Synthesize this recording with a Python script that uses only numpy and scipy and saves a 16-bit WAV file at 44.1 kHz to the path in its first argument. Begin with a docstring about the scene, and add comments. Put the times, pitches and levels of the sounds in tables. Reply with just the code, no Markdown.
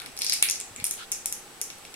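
"""A parrot on a branch picks at a string and a peanut shell, close by, over quiet room noise and a thin whine.
The faint tail of an earlier click fades; light clicks build to a crunch at 0.2 s.
The loudest snap follows, with a short low pop of the recorder overloading.
From 0.7 to 1.1 s the perch bumps and scrapes as the bird shifts; then the bites thin out and weaken.
Each is a millisecond crack with a short ring and a knock in the wood; a near surface and the room answer."""
import sys
import numpy as np
from scipy import signal
from scipy.fft import rfft, irfft
from scipy.io import wavfile

SR = 44100
rng = np.random.default_rng(int(sys.argv[2]) if len(sys.argv) > 2 else 0)


def waveform_to_disk(signal):
    """Save audio, clipped to [-1, 1], as 16-bit WAV at the path in sys.argv[1]."""
    frames = np.transpose(np.atleast_2d(signal))
    scaled = np.clip(frames, -1, 1) * 32767
    samples = np.round(scaled).astype(np.int16)
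    wavfile.write(sys.argv[1], SR, samples)


N = 85995


def amp(db):
    """Decibels to gain."""
    return 10 ** (np.asarray(db) / 20)


def curve(points, count):
    """Gain per FFT bin of `count` samples, from (freq_hz, level_db) points."""
    hz, db = np.array(points, float).T
    return amp(np.interp(np.log(np.fft.rfftfreq(count, 1 / SR) + 1), np.log(hz), db))


def unit(x):
    """Scale to unit energy."""
    return x / np.sqrt(np.sum(x ** 2) + 1e-18)


def minimum_phase(points, count):
    """Most compact impulse with the given spectrum."""
    cepstrum = irfft(np.log(curve(points, count)))
    cepstrum[1:count // 2] *= 2
    cepstrum[count // 2 + 1:] = 0
    return unit(irfft(np.exp(rfft(cepstrum))))


def resonate(x, hz, width_hz):
    """Two-pole resonance."""
    return signal.lfilter(*signal.iirpeak(min(hz, SR / 2 - 1), hz / width_hz, SR), x)


def add(out, start_s, x):
    """Mix x into out at start_s."""
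    i = int(round(start_s * SR))
    x = x[..., max(-i, 0):max(N - i, 0)]
    out[..., max(i, 0):max(i, 0) + x.shape[-1]] += x


def stereo_noise(spectrum, side_spectrum, count):
    """Stereo noise, rms 1, with given spectrum and width."""
    mid, side = rfft(rng.standard_normal((2, count)))
    width = curve(side_spectrum, count)
    pair = np.array([mid + width * side, mid - width * side])
    noise = irfft(pair * curve(spectrum, count) / np.hypot(1, width), count)
    return noise / noise.std()


# air noise: freq_hz, density_db
AIR_SPECTRUM = [(25, -1.5), (60, -6.5), (157, -4), (217, -4), (463, -2), (641, -6.5), (800, -0.5),
                (950, -6), (1260, -4.5), (1700, -6.5), (2840, -8), (7100, -12.5), (10000, -11.5),
                (12500, -18), (16000, -22.5)]
# air stereo width: freq_hz, side_minus_mid_db
AIR_SIDE = [(60, -10), (110, -1.5), (200, -5.5), (380, -6.5), (700, -6), (1290, -3), (2380, -1.5),
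            (4400, -2.5), (8120, 0.5), (15000, -2.5)]
# steady tones: pitch_hz, level_db
HUMS = [(364, -67.5), (462, -67), (823, -66.5)]
WHINE = [(8010, -60)]


def room_tone(air_db=-47.5):
    """Steady air noise; faint hums and a thin whine drift in phase."""
    t = np.arange(N) / SR
    out = amp(air_db) * stereo_noise(AIR_SPECTRUM, AIR_SIDE, N)
    for pitch_hz, level_db in list(HUMS) + list(WHINE):
        drift_rad = .01 * np.cumsum(rng.standard_normal(N))
        out += amp(level_db) * np.sqrt(2) * np.sin(2 * np.pi * pitch_hz * t + drift_rad)
    return out


# reverb colour: freq_hz, level_db
REVERB_SPECTRUM = [(200, -33), (1200, -5), (2300, 0.5), (5000, 1), (8000, 0.5), (9700, -1), (11500, -1),
                   (15000, -1.5)]
# reverb stereo width: freq_hz, side_minus_mid_db
REVERB_SIDE = [(200, -3), (1000, -16), (2300, -2.5), (4500, 1), (7000, 1.5), (10000, 0), (15000, -1.5)]


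def reverb(source, level_db=-2, early_db=-2, count=32768):
    """Small room: weaker early reflections, then a dense tail whose treble dies first."""
    low_t60_s, treble_t60_s, split_hz = .36, .26, 8500
    gap_s, rise_s = .0069, .002
    t = np.arange(count) / SR
    noise = stereo_noise(REVERB_SPECTRUM, REVERB_SIDE, count)
    low = signal.sosfiltfilt(signal.butter(2, split_hz, fs=SR, output="sos"), noise)
    tail = low * amp(-60 * t / low_t60_s) + (noise - low) * amp(-60 * t / treble_t60_s)
    opening = .5 + .5 * np.tanh((t - gap_s) / rise_s)
    response = unit(tail * (amp(early_db) * (1 - opening) + opening)) * np.sqrt(2)
    return amp(level_db) * signal.fftconvolve(source[None], response, axes=1)[:, :N]


# grainy noise bands: start_s, length_s, resonance_hz, width_hz, level_db
TAIL_AND_SCRAPES = [(-.03, .11, 1430, 610, -48), (.04, 0.071, 224, 263, -52), (.768, 0.074, 2270, 450, -46),
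                    (0.98, 0.066, 1400, 330, -44), (0.972, 0.086, 3400, 2210, -42.5)]


def tail_and_scrapes(grains_per_s=600):
    """First row: faint fading tail of a click just before the start. Others: stick-slip scrapes."""
    out = np.zeros((2, N))
    t = np.arange(SR // 5) / SR
    for start_s, length_s, hz, width_hz, level_db in TAIL_AND_SCRAPES:
        grains = rng.random(len(t)) < grains_per_s / SR
        noise = (grains + .3) * rng.standard_normal((2, len(t)))
        band = resonate(resonate(noise, hz, width_hz), hz, width_hz)
        envelope = np.sqrt(np.abs(np.sin(np.pi * np.minimum(t / length_s, 1))))
        add(out, start_s, amp(level_db) * band / band.std() * envelope)
    return out


# perch bumps: start_s, pitch_hz, level_db, decay_s
BUMPS = [(0.707, 102, -45, 0.015), (0.777, 245, -41.5, 0.015), (0.791, 96, -41.5, 0.015),
         (0.823, 168, -23.5, 0.0025)]


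def perch_bumps(rise_s=.0024):
    """Dull bumps as the bird shifts."""
    out = np.zeros((2, N))
    t = np.arange(SR // 5) / SR
    for start_s, pitch_hz, level_db, decay_s in BUMPS:
        envelope = np.exp(-t / decay_s) * (1 - np.exp(-t / rise_s))
        add(out, start_s, amp(level_db) * np.sin(2 * np.pi * pitch_hz * t) * envelope)
    return out


MS_GAIN = np.sqrt(SR / 1000)  # unit energy to rms 1 over 1 ms


def overload_pop(pitch_hz=890, width_hz=1050, level_db=-23.5):
    """Short low pop of the recorder overloading on the loudest snap."""
    pop = unit(resonate(signal.unit_impulse(SR // 5), pitch_hz, width_hz))
    return amp(level_db) * MS_GAIN * pop


# mean splinter: crack_db, ring_hz, ring_db, wood_db
SPLINTER = (-40, 5248, -31, -45)


def splinters(from_s=.2, to_s=.38, scatter_db=3.5, count=16):
    """Small fibres part at random during the crunch; rows as in BITES."""
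    starts_s = from_s + (to_s - from_s) * (np.arange(count) + rng.random(count)) / count
    offsets_db = scatter_db * rng.standard_normal(count)
    crack_db, ring_hz, ring_db, wood_db = SPLINTER
    return [(start_s, crack_db + db, ring_hz, ring_db + db, wood_db + db)
            for start_s, db in zip(starts_s, offsets_db)]


# crack colour: freq_hz, level_db
CRACK_SPECTRUM = [(300, -19.5), (1200, -23.5), (3000, -21.5), (5000, -13), (7300, -7.5), (8800, 1),
                  (10000, 1), (11400, -2), (12800, -9), (15500, -20.5)]
# branch modes: pitch_hz, width_hz, level_db
BRANCH_MODES = [(2332, 460, 2.5), (2777, 190, -0.5), (3603, 840, 0.5), (5500, 1500, -11)]
# beak bites: start_s, crack_db, ring_hz, ring_db, wood_db
BITES = [ (.0009, -36, 3870, -33, -40), (0.0179, -34, 4040, -41, -34), (0.0609, -35, 5000, -36, -33.5),
         (.1672, -32, 5440, -44, -43), (0.1756, -36, 5400, -29, -43), (0.1899, -25, 5650, -32, -37),
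         (.2110, -36, 5360, -45, -31), (0.2195, -21.5, 5000, -18, -29), (0.2463, -20.5, 4950, -26, -30.5),
         (0.2658, -31, 5250, -17.5, -36), (0.297, -20.5, 4900, -16.5, -30.5),
         (0.323, -25, 5040, -14.5, -26), (0.3317, -18.5, 5160, -39, -27), (0.335, -21.5, 5470, -40, -30),
         (0.3379, -19, 6130, -24, -30), (.3890, -47, 5100, -42, -55), (.4259, -5.5, 8860, -12.5, -12.5),
         (0.4872, -44, 5200, -19.5, -26), (.4990, -18, 6630, -18.5, -31), (0.5101, -21.5, 6400, -16.5, -53),
         (0.558, -43, 5470, -27, -41), (.6013, -31.5, 7460, -25.5, -36), (.6115, -53, 7440, -27.5, -38),
         (0.762, -39, 7430, -28.5, -38), (.8001, -38, 4400, -35, -35), (.8424, -14, 8220, -24, -30.5),
         (.8520, -22, 5640, -26, -54), (.8670, -20, 8500, -30, -42), (0.9106, -18, 6730, -23, -39.5),
         (0.939, -35, 12600, -36, -44), (1.1179, -18.5, 6360, -20.5, -37), (1.1225, -27, 6430, -20, -31.5),
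         (1.2586, -16, 6280, -21.5, -36), (1.3254, -19, 6630, -24.5, -39.5),
         (1.6146, -18.5, 6350, -23, -35.5), (1.7021, -39.5, 6000, -34, -33.5), (1.785, -43, 8500, -56, -57),
         (1.8512, -45, 6000, -41, -36.5), (1.9416, -37.5, 6600, -37, -34)]


def bites(ring_width_hz=1400, burst_decay_s=.00025, stereo_spread=.63, count=1024):
    """Fibres give way in bursts that crack, ring and knock the branch; returns room feed, left, right."""
    t = np.arange(count) / SR
    tap = signal.unit_impulse(count)
    crack = minimum_phase(CRACK_SPECTRUM, count)
    modes = sum((-1) ** k * amp(level_db) * unit(resonate(tap, hz, width_hz))
                for k, (hz, width_hz, level_db) in enumerate(BRANCH_MODES))
    wood = unit(resonate(modes, hz=2460, width_hz=3600))
    lead = count // 10  # samples ahead of the attack
    out = np.zeros((3, N))
    for start_s, crack_db, ring_hz, ring_db, wood_db in list(BITES) + splinters():
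        ring = unit(resonate(resonate(tap, ring_hz, ring_width_hz), ring_hz, 3 * ring_width_hz))
        parts = np.array([amp(crack_db) * crack, amp(ring_db) * ring, amp(wood_db) * wood])
        noise = rng.standard_normal((3, count)) + stereo_spread * rng.standard_normal((3, 3, count))
        burst = noise * np.exp(-t / burst_decay_s)  # channel, part, sample
        flat_spectrum = np.exp(1j * np.angle(rfft(burst)))
        click = irfft((flat_spectrum * rfft(parts)).sum(axis=1))
        add(out, start_s - lead / SR, MS_GAIN * np.roll(click, lead, axis=-1))
    return out


def pan_left(left, right, tilt_db=1.2, lag_s=.000084):
    """Left louder; right softer and later."""
    hz = np.fft.rfftfreq(N, 1 / SR)
    delayed = irfft(rfft(right) * np.exp(-2j * np.pi * hz * lag_s), N)
    return np.array([left * amp(tilt_db), delayed * amp(-tilt_db)])


def scene():
    """Bites, reflections and overload pop over soft noises and room tone."""
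    echo_s, echo_db = .0029, -12  # near surface
    room_feed, left, right = bites()
    direct = pan_left(left, right)
    out = direct + reverb(room_feed) + tail_and_scrapes() + perch_bumps() + room_tone()
    add(out, echo_s, amp(echo_db) * direct)
    loudest_s = max(BITES, key=lambda row: row[1])[0]
    add(out, loudest_s, overload_pop())
    return out


def record(dry):
    """Clip at full scale, then low-pass."""
    cutoff_hz = 15700
    lowpass = signal.ellip(8, .2, 70, cutoff_hz, fs=SR, output="sos")
    return signal.sosfilt(lowpass, np.clip(dry, -1, 1))


dry = scene()
out = record(dry)
waveform_to_disk(out)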